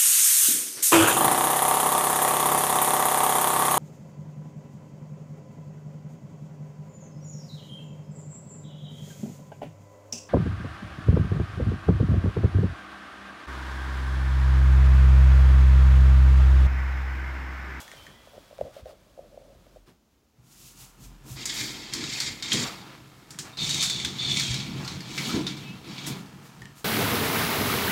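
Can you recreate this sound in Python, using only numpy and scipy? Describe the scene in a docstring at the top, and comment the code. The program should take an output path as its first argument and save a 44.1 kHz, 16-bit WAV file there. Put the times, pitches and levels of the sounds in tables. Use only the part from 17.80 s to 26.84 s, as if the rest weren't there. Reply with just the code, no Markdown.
"""Two sheer curtains, then two heavy drapes, are drawn shut in a quiet bedroom: random micro-slips of the
gliders scrape and ring the rail, bursts clack, stick-slip tones squeal, low modes rumble in the ceiling box.
The cloth swishes as filtered grains. First, someone shifts on a bed with a camera in hand: sheets rustle,
springs sing as decaying sines, the case answers knocks and rubs with a hollow resonance.
Footsteps, wooden creaks and a wavering deep hum come and go over still room air."""
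import sys
import numpy as np
from scipy import signal
from scipy.fft import rfft, irfft, next_fast_len
from scipy.io import wavfile
from scipy.ndimage import uniform_filter1d

SR = 44100
rng = np.random.default_rng(int(sys.argv[2]) if len(sys.argv) > 2 else 0)


def master_out(mix):
    """Clip the mix to full scale and print it as 16-bit PCM to the path in sys.argv[1]."""
    frames = np.transpose(np.atleast_2d(mix))
    ceiling = np.clip(frames, -1, 1)
    pcm = np.round(ceiling * 32767).astype(np.int16)
    wavfile.write(sys.argv[1], SR, pcm)


N = 398840
BEDROOM_T60_S = 0.3


def from_db(db):
    """Decibels to amplitude gain."""
    return 10 ** (np.asarray(db) / 20)


def rms_one(x):
    """Scale to unit power."""
    return x / np.sqrt(np.mean(x ** 2) + 1e-20)


def together(*gains):
    """Joint gain of unrelated forces: powers add."""
    return np.sqrt(sum(gain ** 2 for gain in gains))


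def noise():
    """White noise."""
    return rng.standard_normal(N)


def drift(knots_per_s):
    """Slow random curve with unit power: linear between random knots."""
    knots = rng.standard_normal(20000)
    position = np.arange(N) / SR * knots_per_s
    return rms_one(np.interp(position, np.arange(len(knots)), knots))


def grains(per_s, spread_db):
    """Tiny random contacts of uneven size and either sign, unit power."""
    sizes = from_db(spread_db * np.minimum(rng.exponential(1, N), 4))
    signed = sizes * rng.choice([-1, 1], N)
    return rms_one(signed * (rng.random(N) < per_s / SR))


def clicks(rows):
    """One impulse per row of (t/s, level/dB)."""
    out = np.zeros(N)
    for start_s, db in rows:
        out[max(0, round(start_s * SR))] += from_db(db)
    return out


RISE_CURVE = 0.46   # exponent of the rise over time


def envelopes(rows, follows=1, curve=RISE_CURVE):
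    """Rise, hold, decay from rows (t, rise, hold, t60, level..): one gain per level; follows = dB per dB of speed."""
    t, power = np.arange(0, N + 32, 32) / SR, 0
    for start_s, rise_s, hold_s, t60_s, *levels_db in rows:
        rise = np.clip((t - start_s) / rise_s, 0, 1) ** curve
        coasting_s = np.maximum(t - start_s - rise_s - hold_s, 0)
        speed = rise * from_db(-60 * coasting_s / t60_s)
        power = power + np.outer(from_db(levels_db), speed ** follows) ** 2
    return [np.interp(np.arange(N) / SR, t, gain) for gain in np.sqrt(power)]


def in_time(rows):
    """Each column of a curve, interpolated at every sample."""
    knots_s, *columns = np.transpose(rows)
    return [np.interp(np.arange(N) / SR, knots_s, column) for column in columns]


def during(rows):
    """1 while a curve lasts, with soft edges."""
    t = np.arange(N) / SR
    return uniform_filter1d(1. 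* ((t >= rows[0][0]) & (t <= rows[-1][0])), size=600)


def colour(x, spectrum):
    """Causal minimum-phase filter that follows a spectrum, via the folded cepstrum."""
    size = next_fast_len(len(x) + 8192, real=True)
    size += size % 2
    hz, db = np.transpose(spectrum)
    log_hz = np.log(np.fft.rfftfreq(size, 1 / SR) + 1)
    log_gain = np.log(from_db(np.interp(log_hz, np.log(hz), db)))
    cepstrum = irfft(log_gain)[:size // 2]
    cepstrum[1:] *= 2
    return irfft(rfft(x, size) * np.exp(rfft(cepstrum, size)))[:len(x)]


def resonance(x, hz, width_hz):
    """Two-pole resonance with about unit peak gain."""
    r = np.exp(-np.pi * width_hz / SR)
    zeros = np.array([1, 0, -1]) * (1 - r * r) / 2
    poles = [1, -2 * r * np.cos(2 * np.pi * hz / SR), r * r]
    return signal.lfilter(zeros, poles, x + 1e-18)   # offset avoids denormals


def body(x, modes):
    """Parallel resonances with alternating signs."""
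    return sum((-1) ** k * from_db(db) * resonance(x, hz, width_hz)
               for k, (hz, width_hz, db) in enumerate(modes))


def split(x, hz):
    """Crossover: parts below and above hz."""
    filters = [signal.butter(2, hz, kind, fs=SR, output="sos") for kind in ("low", "high")]
    return [signal.sosfilt(np.vstack([f, f]), x + 1e-18) for f in filters]


def bedroom(x, wet_db):
    """Direct sound plus a short diffuse tail of decaying noise."""
    t = np.arange(SR // 2) / SR
    tail = rng.standard_normal(len(t)) * from_db(-60 * t / BEDROOM_T60_S) * (t > .002)
    return x + from_db(wet_db) * signal.fftconvolve(x, tail / np.linalg.norm(tail))[:N]


# still room spectrum: f/Hz, relative level/dB per Hz
AIR = [(18, -27), (30, -8), (66, 2), (140, -12.5), (202, -2), (505, -13), (591, -13.5), (1910, -24.5),
       (7260, -25.5), (8280, -32.5), (15500, -31)]


def room_air():
    """Steady coloured noise of the still room."""
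    return from_db(-66) * rms_one(colour(noise(), AIR))


# sheets and sleeves shifting close by: t/s, rise/s, hold/s, t60/s, level/dB
RUSTLES = [(-.02, .015, .2, 1.54, -54.5), (.4, 0.043, 0.42, 1, -63), (.92, 0.034, 0.045, 0.1, -58.5),
           (1.05, 0.038, 0.025, 0.12, -60), (2.06, 0.021, .01, .25, -62.5), (2.3, 0.033, .02, 0.35, -79)]
# sheet spectrum: f/Hz, relative level/dB per Hz
SHEETS = [(710, -5), (1200, -22), (1600, -4), (1740, -4), (2440, -7), (3220, 1), (4710, -1.5), (14000, -10)]
# grip on the camera: t/s, rise/s, hold/s, t60/s, sleeve level/dB, dull handling level/dB, fibre level/dB
GRIP = [(-.02, .015, 1.974, .6, -68.5, -66.5, -81)]


def sheets():
    """Cloth friction as grains, flapping as dull noise."""
    sleeve, *_ = envelopes(GRIP)
    rustle = together(envelopes(RUSTLES)[0], sleeve)
    friction = rms_one(colour(grains(per_s=13000, spread_db=4.5), SHEETS))
    flapping = rms_one(colour(noise(), FOLDS))
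    return rustle * (from_db(-2.0) * friction + from_db(1.5) * flapping)


# bed springs: t/s, f/Hz, level/dB, t60/s
SPRINGS = [(0.0, 3374, -53.5, 1.1), (0.17, 3106, -51.5, 1), (0.14, 2400, -63, 2.1),
           (0.34, 1992, -58.5, 0.7), (0.22, 3343, -59.5, 2.6)]


def springs():
    """Bed springs sing faintly: decaying sines."""
    t = np.arange(N) / SR
    out = np.zeros(N)
    for start_s, hz, db, t60_s in SPRINGS:
        decay = from_db(db - 60 * np.abs(t - start_s) / t60_s)
        out += (t > start_s) * decay * np.sin(2 * np.pi * hz * t)
    return out


# hand bumping the camera: t/s, deep thud level/dB, dull knock level/dB
THUD_HITS = [(.145, -50, -63), (.28, -67, -54), (.565, -64, -57), (0.803, -50, -49), (1.02, -49, -64),
             (1.225, -64, -68), (1.74, -61, -76), (2.075, -77, -57.5)]
# shape of every bump: rise/s, hold/s, t60/s
THUD_SHAPE = (.008, 0.015, 0.28)
# thud spectrum: f/Hz, relative level/dB per Hz
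THUDS = [(25, -20), (50, 4), (100, 3), (200, -2), (400, -5.5), (800, -48.5)]


def camera_thuds():
    """Hand bumps and fidgeting grip: low noise in a deep and a dull band."""
    _, handling, _ = envelopes(GRIP)
    deep_gain, dull_gain = envelopes([(start_s, *THUD_SHAPE, *levels) for start_s, *levels in THUD_HITS])
    deep, dull = split(colour(noise(), THUDS), hz=110)
    fidget = handling * from_db(1.6 * drift(14))
    deep = together(deep_gain, from_db(-2.5) * fidget) * rms_one(deep)
    return deep + from_db(2.0) * together(dull_gain, fidget) * rms_one(dull)


# fingers on the case: t/s, hollow note peak level/dB, nail tick level/dB
KNOCKS = [(0.1356, -42.5, -50), (0.4722, -43.5, -70), (0.5333, -47, -70), (0.5445, -42, -70),
          (0.5781, -35, -65), (0.7092, -43, -65), (0.7275, -39, -70), (0.783, -53, -26), (0.7885, -30, -65),
          (0.811, -16.5, -22), (0.9643, -37.5, -70), (1.057, -34, -30), (1.065, -35, -70),
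          (1.376, -38.5, -65), (1.391, -31.5, -60), (1.543, -41, -70), (1.575, -34, -60),
          (1.8664, -46.5, -36), (1.96, -41.5, -65), (1.968, -40.5, -70)]
# nail tick spectrum: f/Hz, relative level/dB per Hz
TICK = [(300, -9), (1000, -1), (2000, -6), (3500, -12), (8000, -22.5), (16000, -27)]
# fingers sliding on the case: t/s, hold/s, level/dB
RUBS = [(0.533, .015, -47.5), (0.799, 0.076, -43), (0.959, 0.027, -49), (1.054, 0.069, -48.5),
        (1.379, 0.069, -53.5), (1.512, 0.23, -56.5)]
# case modes: f/Hz, width/Hz, gain/dB
CASE = [(543, 122, 9), (717, 256, -1)]
RUB_RISE_S, RUB_T60_S = 0.0085, 0.13


def camera_case():
    """Fingers tap and rub the case, which answers with a hollow, quickly damped note."""
    def hollow(x):
        return resonance(body(x, CASE), hz=575, width_hz=270)
    single_peak = np.abs(hollow(clicks([(0, 0.005)]))).max()
    knocks = hollow(clicks([(start_s, db) for start_s, db, _ in KNOCKS])) / single_peak
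    ticks = from_db(10.5) * colour(clicks([(start_s, db) for start_s, _, db in KNOCKS]), TICK)
    slides, = envelopes([(start_s, RUB_RISE_S, hold_s, RUB_T60_S, db) for start_s, hold_s, db in RUBS])
    rub_gain = together(slides, from_db(2.0) * envelopes(GRIP)[0])
    return knocks + ticks + rub_gain * rms_one(hollow(noise()))


# deep hum: t/s, rise/s, hold/s, t60/s, level/dB
HUMS = [(-.02, .015, 1.4, 2.5, -66), (1.3, 0.65, .08, .12, -57), (2.72, .25, 0.22, .6, -57),
        (3.22, 0.031, .03, .9, -44), (3.45, .1, .95, 3.4, -56.5)]


def hum():
    """Sine around 44 Hz, wavering in pitch and level."""
    hz = 44 + 2.2 * drift(14)
    tone = np.sin(2 * np.pi * np.cumsum(hz) / SR)
    return envelopes(HUMS)[0] * from_db(1.3 * drift(8.9)) * tone


# swishes of cloth: t/s, rise/s, hold/s, t60/s, folds level/dB, fibres level/dB
SWISHES = [(0, .002, 0.0056, 0.16, -50, -48.5), (2.61, .21, .08, 0.47, -70, -56.5),
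           (2.93, 0.084, .03, 0.3, -63, -53), (3.17, .06, .02, 0.25, -68, -56.5),
           (3.43, .07, .02, 0.6, -60, -51.5), (3.68, 0.078, 0.063, 0.72, -58, -46),
           (4.27, 0.11, .02, 0.86, -54.5, -51), (4.66, 0.19, 0.021, 0.5, -41, -50.5),
           (4.96, .13, .05, 0.37, -52, -86), (5.62, 0.041, 0.039, 0.32, -51, -75),
           (5.78, .06, 0.24, 0.45, -57, -53), (6.48, 0.066, .02, 1, -74, -51),
           (6.9, 0.12, .02, 1, -48.5, -69), (7.3, .11, .09, 0.32, -47.5, -48),
           (8.05, 0.29, 0.043, 0.35, -55, -61), (8.258, 0.011, 0.012, 0.17, -47.5, -40),
           (8.6, .05, .02, 0.28, -60, -62.5), (8.94, 0.039, .01, 0.53, -61, -57.5)]
# flapping folds: f/Hz, relative level/dB per Hz
FOLDS = [(300, -10), (520, 0), (800, 1.5), (1250, 2.5), (1800, -3), (2600, -4), (5000, -10), (10000, -25.5)]
# hissing fibres: f/Hz, relative level/dB per Hz
FIBRES = [(1000, -41.5), (2500, 1), (4000, 2), (7000, 6.5), (9000, 1.5), (12000, 1), (16000, -3.5)]
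SWISH_CURVE = 1.2      # rise exponent: cloth swells more gently than gliders start
FOLDS_FOLLOW = 0.34    # dB per dB of glider speed


def cloth():
    """Folds flap dully as curtains travel; fibres brush over each other in fluttering swishes."""
    swish_folds, swish_fibres = envelopes(SWISHES, curve=SWISH_CURVE)
    *_, stir_folds, stir_fibres = envelopes(STIRRING)
    *_, sleeve_fibres = envelopes(GRIP)
    travel = from_db(-41.0) * envelopes(SHEER_PULLS + DRAPE_PULLS)[0] ** FOLDS_FOLLOW
    flaps = bedroom(grains(per_s=2500, spread_db=2.5), wet_db=-6)
    folds = rms_one(colour(flaps, FOLDS))
    fibres = rms_one(colour(grains(per_s=12000, spread_db=1.0), FIBRES)) * from_db(0.98 * drift(40))
    folds_gain = together(travel, swish_folds, stir_folds)
    fibres_gain = together(from_db(-9.5) * travel, swish_fibres, stir_fibres, sleeve_fibres)
    return from_db(3.5) * folds_gain * folds + from_db(4.5) * fibres_gain * fibres


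# short wooden creaks: t/s, relative level/dB
CREAKS = [(0.0795, -33), (0.116, -31), (0.267, -35), (5.545, -39), (8.782, -50), (8.8195, -31),
          (8.8555, -32.5)]
# creak modes: f/Hz, width/Hz, gain/dB
CREAK = [(1800, 200, 4.5), (2270, 550, -5), (2930, 430, -4), (7500, 2500, -14.5)]


def creaks():
    """Wood gives way in single short slips: a snap and a brief rasp."""
    snaps = clicks(CREAKS)
    decay = np.exp(-1 / (0.0019 * SR))   # 1.9 ms time constant
    rasp = signal.lfilter([1], [1, -decay], snaps + 1e-18) * noise()
    return from_db(5.0) * bedroom(body(rasp + from_db(18.5) * snaps, CREAK), wet_db=-4)


# someone moving at the window: t/s, rise/s, hold/s, t60/s, low rumble, upper rumble, folds, fibres level/dB
STIRRING = [(2.55, 1.16, 1.7, 2.5, -55.5, -58.5, -64, -70), (5.45, .2, 3.16, 2.1, -48.5, -54, -58.5, -69)]
# cloth snapping taut, jolting the box: t/s, low rumble level/dB, upper rumble level/dB
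JOLTS = [(3.17, -49, -55), (3.44, -48, -45), (4.72, -35, -33.5), (4.79, -42, -41), (5.59, -47, -46),
         (5.81, -39, -44), (6.23, -38, -39.5), (6.52, -38, -49), (7.53, -39, -31), (7.89, -37.5, -53),
         (8.27, -36, -38)]
# shape of every jolt: rise/s, hold/s, t60/s
JOLT_SHAPE = (.012, .025, .45)
# rumble spectrum: f/Hz, relative level/dB per Hz
RUMBLE = [(21, -58), (35, -30), (86, -30.5), (130, -5.5), (185, 6.5), (253, -2.5), (288, -3), (374, -1.5),
          (462, -9), (506, -25), (800, -31.5), (1040, -22), (1760, -120)]
# ceiling box modes: f/Hz, width/Hz, gain/dB
BOX = [(140.6, 24.6, 10.5), (186, 5, 1), (276, 12, -21), (312, 30, -8), (366.3, 19.4, 0.5)]
RUMBLE_FOLLOWS = 0.6   # dB per dB of glider speed


def rumble():
    """Pulls, jolts and stirring shake the box that carries the rail: two low modes, duller rumble above."""
    *_, pull_first, pull_second, pull_upper = envelopes(SHEER_PULLS + DRAPE_PULLS, RUMBLE_FOLLOWS)
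    jolt_low, jolt_upper = envelopes([(start_s, *JOLT_SHAPE, *levels) for start_s, *levels in JOLTS])
    stir_low, stir_upper, *_ = envelopes(STIRRING)
    bumps = grains(per_s=1500, spread_db=1) * from_db(2.5 * drift(12))
    box = rms_one(colour(bumps, RUMBLE)) + from_db(-2.5) * rms_one(body(bumps, BOX))
    low, upper = split(box, hz=220)
    first, second = split(low, hz=149.5)
    shake = from_db(-2.5) * together(jolt_low, stir_low)
    low = together(pull_first, shake) * rms_one(first) + together(pull_second, shake) * rms_one(second)
    upper = together(pull_upper, jolt_upper, stir_upper) * rms_one(upper)
    return from_db(-1.0) * (low + upper)


# bare feet: t/s, peak level/dB
STEPS = [(2.58, -47.5), (2.83, -50), (3.0, -47), (3.25, -43), (3.5, -31.5), (3.545, -34.5), (3.8, -38),
         (4.12, -43), (5.2, -50), (6.69, -24), (8.8, -40)]
# floor modes: f/Hz, width/Hz, gain/dB
FLOOR = [(70.5, 25, -4), (97, 66, -6.5), (124, 10.6, 6)]


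def footsteps():
    """A soft heel gives the floor one dull push."""
    def thump(x):
        return split(body(x, FLOOR), hz=218)[0]
    return thump(clicks(STEPS)) / np.abs(thump(clicks([(0, 0)]))).max()


# Pulls speed gliders up, hold, let them coast; where the load hangs decides which box mode answers.
# sheers: t/s, rise/s, hold/s, coasting t60/s, then scrape, sharp edge, box mode 1, box mode 2, upper rumble level/dB
SHEER_PULLS = [(3.555, 0.056, .02, 0.49, -40.5, -46, -50, -62, -47),
               (3.652, 0.079, 0.035, 3.2, -36.5, -41, -47.5, -62, -42.5),
               (4.125, 0.3, 0.025, 0.66, -34.5, -37, -46.5, -62, -44.5),
               (4.618, .18, .025, 0.54, -31.5, -34, -56, -37.5, -39.5)]
# drapes: same columns
DRAPE_PULLS = [(5.771, 0.067, 0.19, 2.24, -31, -28.5, -39, -41, -41),
               (6.35, 0.18, 0.13, 1.53, -29, -30, -39.5, -39, -43),
               (6.86, 0.23, 0.032, 1.5, -42.5, -45.5, -43, -41, -46),
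               (7.25, 0.088, .02, .5, -37, -39, -66, -60, -52),
               (7.372, 0.058, 0.11, 1.52, -33, -38.5, -49, -36, -40),
               (8.04, 0.21, 0.048, 0.47, -35.5, -45, -59, -40.5, -47)]
# scrape under the sheers: f/Hz, relative level/dB per Hz
SHEER_SCRAPE = [(880, -45.5), (1500, -10.5), (2220, 4.5), (2860, -18), (3210, 2.5), (3510, -2), (3800, 1),
                (4100, -4), (4480, 2.5), (5610, -1.5), (7300, 0), (9230, -15.5), (14200, -36), (15500, -44)]
# scrape under the drapes: f/Hz, relative level/dB per Hz
DRAPE_SCRAPE = [(800, -40), (1500, -12.5), (1900, -3.5), (2250, 4), (2800, -5), (3300, 5.5), (4400, 2.5),
                (5100, -4), (6400, -1.5), (7800, -8.5), (9000, -15.5), (15500, -39)]
# rail modes: f/Hz, width/Hz, gain/dB
RAIL = [(1810, 50, -10), (2215, 130, 1), (3110, 50, -8), (3440, 70, -2), (3790, 80, 0), (4085, 70, 0),
        (4310, 70, 0), (4760, 60, -5), (5350, 70, -5), (5780, 90, -4), (6570, 80, -2), (7520, 100, -3)]
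EDGE_FOLLOWS = 1.9   # dB per dB of glider speed


def gliders(pulls, spectrum, per_s, spread_db, ring_db, judder_db, level_db):
    """Micro-slips of many gliders hiss and ring the rail; a faster pull sharpens the edge."""
    scrape_gain, edge_gain = envelopes(pulls)[0], envelopes(pulls, EDGE_FOLLOWS)[1]
    slips = grains(per_s, spread_db) * from_db(judder_db * drift(70))
    hiss = rms_one(bedroom(colour(slips, spectrum), wet_db=-2.5))
    ring = from_db(ring_db) * rms_one(body(slips, RAIL))
    scrape, edge = split(hiss + ring, hz=5000)
    return from_db(level_db) * (scrape_gain * rms_one(scrape) + edge_gain * rms_one(edge))


def chatter(pulls, per_s, width_hz, level_db):
    """Single gliders catch and let go, each chirping briefly at one of 16 pitches."""
    catches, dealt = grains(per_s, spread_db=-1), rng.integers(0, 16, N)
    chirps = sum(resonance(catches * (dealt == k), hz, width_hz)
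                 for k, hz in enumerate(np.geomspace(2500, 5400, 16)))
    return from_db(level_db) * envelopes(pulls)[0] * rms_one(chirps)


# gliders hitting each other: t/s, relative level/dB, treble gain/dB, rattle time constant/s, ring f/Hz
CLACKS = [(3.6553, -18.5, 7, 0.0045, 4500), (4.136, -16, 2.5, 0.0039, 4170),
          (4.2388, -16, -8, 0.0017, 3830), (4.402, -12, -3, 0.0039, 4200), (4.6242, -21, -6, 0.0092, 3620),
          (4.7183, -9.5, -30, 0.0059, 3260), (4.73, -23.5, 13.5, 0.0042, 3280),
          (5.506, -31, 5.5, 0.0046, 5900), (5.588, -20.5, 2.5, 0.0063, 5200),
          (5.7716, -26, -10, 0.0045, 3800), (5.8927, -18, 1.5, 0.0039, 3700), (5.944, -16, 2, 0.0025, 3600),
          (6.026, -9.5, 0.5, 0.0034, 5530), (6.035, -18, 4.5, 0.0089, 7500),
          (6.098, -15.5, -1, 0.0047, 3510), (6.2482, -12.5, -4, 0.0033, 3380),
          (6.597, -11.5, -3, 0.004, 4130), (6.7423, -12.5, -6, 0.0024, 3820),
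          (7.048, -25, -8, 0.0044, 4350), (7.0768, -18.5, -8, 0.0042, 4070),
          (7.206, -21, -14, 0.0022, 4200), (7.378, -16.5, -11, 0.0092, 2210),
          (7.492, -22, -24, 0.023, 1310), (7.666, -19.5, -13, 0.012, 3560), (7.768, -33.5, -7, 0.011, 3640),
          (8.2655, -27, 2, 0.0026, 4050), (8.281, -42, 9, 0.0038, 4000), (8.4594, -34.5, -20, 0.0018, 4400)]
# clack spectrum: f/Hz, relative level/dB per Hz
CLACK = [(300, -53), (1200, -5), (2000, -2), (2800, -2), (4000, 4.5), (6500, 5), (8000, 1), (10000, -10),
         (16000, -21)]


def clacks():
    """Each collision: a noise rattle of milliseconds with its own ring, then the room's wash."""
    t = np.arange(SR // 3) / SR
    out = np.zeros(N)
    for start_s, db, treble_db, decay_s, ring_hz in CLACKS:
        rattle = np.exp(-t / decay_s)
        wash_gain = from_db(-12.5) * np.sqrt(decay_s / 0.002)   # longer rattles feed the room more
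        wash = wash_gain * (1 - rattle) * from_db(-60 * t / BEDROOM_T60_S)
        burst = rng.standard_normal(len(t)) * (rattle + wash)
        low, high = split(colour(burst, CLACK), hz=5550)
        ring = from_db(12.0) * resonance(burst, ring_hz, 180)
        at = round(start_s * SR)
        out[at:at + len(t)] += from_db(db - 7) * (low + from_db(treble_db) * high + ring)
    return out


def sticking(hz, width_hz, steady):
    """Stick-slip tone on a gliding pitch: a steady share plus a hoarse band around it."""
    hoarse = drift(2 * width_hz) + 1j * drift(2 * width_hz)
    waver = steady + (1 - steady) * hoarse
    return np.real(waver * np.exp(2j * np.pi * np.cumsum(hz) / SR))


# dry gliders under the heavy drape: t/s, hold/s, f/Hz, sag/(Hz/s), level/dB
SQUEALS = [(5.723, 0.018, 3710, 300, -49), (5.77, .01, 4188, 9000, -34), (5.785, 0.037, 3640, 300, -26.5),
           (5.885, 0.029, 3800, 603, -31), (5.985, 0.166, 3630, 357, -27), (6.205, 0.038, 3560, 300, -35.5),
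           (6.384, 0.12, 3570, 343, -26.5), (6.554, .13, 3510, 2107, -34.5)]
SQUEAL_RISE_S, SQUEAL_T60_S = 0.0175, 0.33


def squeals():
    """Hoarse chorus of loaded gliders; each squeal starts on its own pitch and sags."""
    t, hz = np.arange(N) / SR, np.zeros(N)
    for start_s, hold_s, pitch_hz, sag_hz_per_s, _ in SQUEALS:
        sagging_s = np.minimum(t - start_s, hold_s + SQUEAL_RISE_S)
        hz = np.where(t >= start_s, pitch_hz - sag_hz_per_s * sagging_s, hz)
    gain, = envelopes([(start_s, SQUEAL_RISE_S, hold_s, SQUEAL_T60_S, db)
                       for start_s, hold_s, _, _, db in SQUEALS])
    main = from_db(-4.0) * sticking(hz, width_hz=165, steady=0)
    upper = from_db(-10.0) * sticking(1.2 * hz, width_hz=440, steady=0)
    return gain * (main + upper) * from_db(1.1 * drift(110))


# glider creeping to rest: t/s, f/Hz, relative level/dB
SQUEAK = [(7.8, 2830, -71), (7.835, 2650, -55), (7.9, 2560, -50), (7.955, 2720, -57), (8.02, 2760, -70)]


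def squeaks():
    """Two gliders creep to rest: thin stick-slip tones side by side."""
    hz, db = in_time(SQUEAK)
    lower = from_db(6.0) * sticking(hz, width_hz=25, steady=0.73)
    upper = sticking(1.125 * hz, width_hz=72, steady=0.68)
    return during(SQUEAK) * from_db(db) * (lower + upper)


def scene():
    """Bed and camera first, then sheers and drapes, over the still room."""
    handling = sheets() + springs() + camera_thuds() + camera_case()
    sheers = gliders(SHEER_PULLS, SHEER_SCRAPE, per_s=4400, spread_db=1.5,
                     ring_db=-8.5, judder_db=3.5, level_db=-1.0)
    sheers += chatter(SHEER_PULLS, per_s=400, width_hz=62, level_db=-7.0)
    drapes = gliders(DRAPE_PULLS, DRAPE_SCRAPE, per_s=4000, spread_db=3.5,
                     ring_db=-15, judder_db=2.5, level_db=-6.5)
    drapes += chatter(DRAPE_PULLS, per_s=380, width_hz=69, level_db=-11.5)
    curtains = sheers + drapes + clacks() + squeals() + squeaks() + rumble() + cloth()
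    return (room_air() + handling + hum() + creaks() + footsteps() + curtains)[None]


def record(dry):
    """The small microphone loses the deepest bass; the top is cut steeply."""
    bass_cut = signal.butter(4, 34, "high", fs=SR, output="sos")
    top_cut = signal.ellip(12, .1, 70, 15850, fs=SR, output="sos")
    return signal.sosfilt(top_cut, signal.sosfilt(bass_cut, dry))


dry = scene()
out = record(dry)
master_out(out)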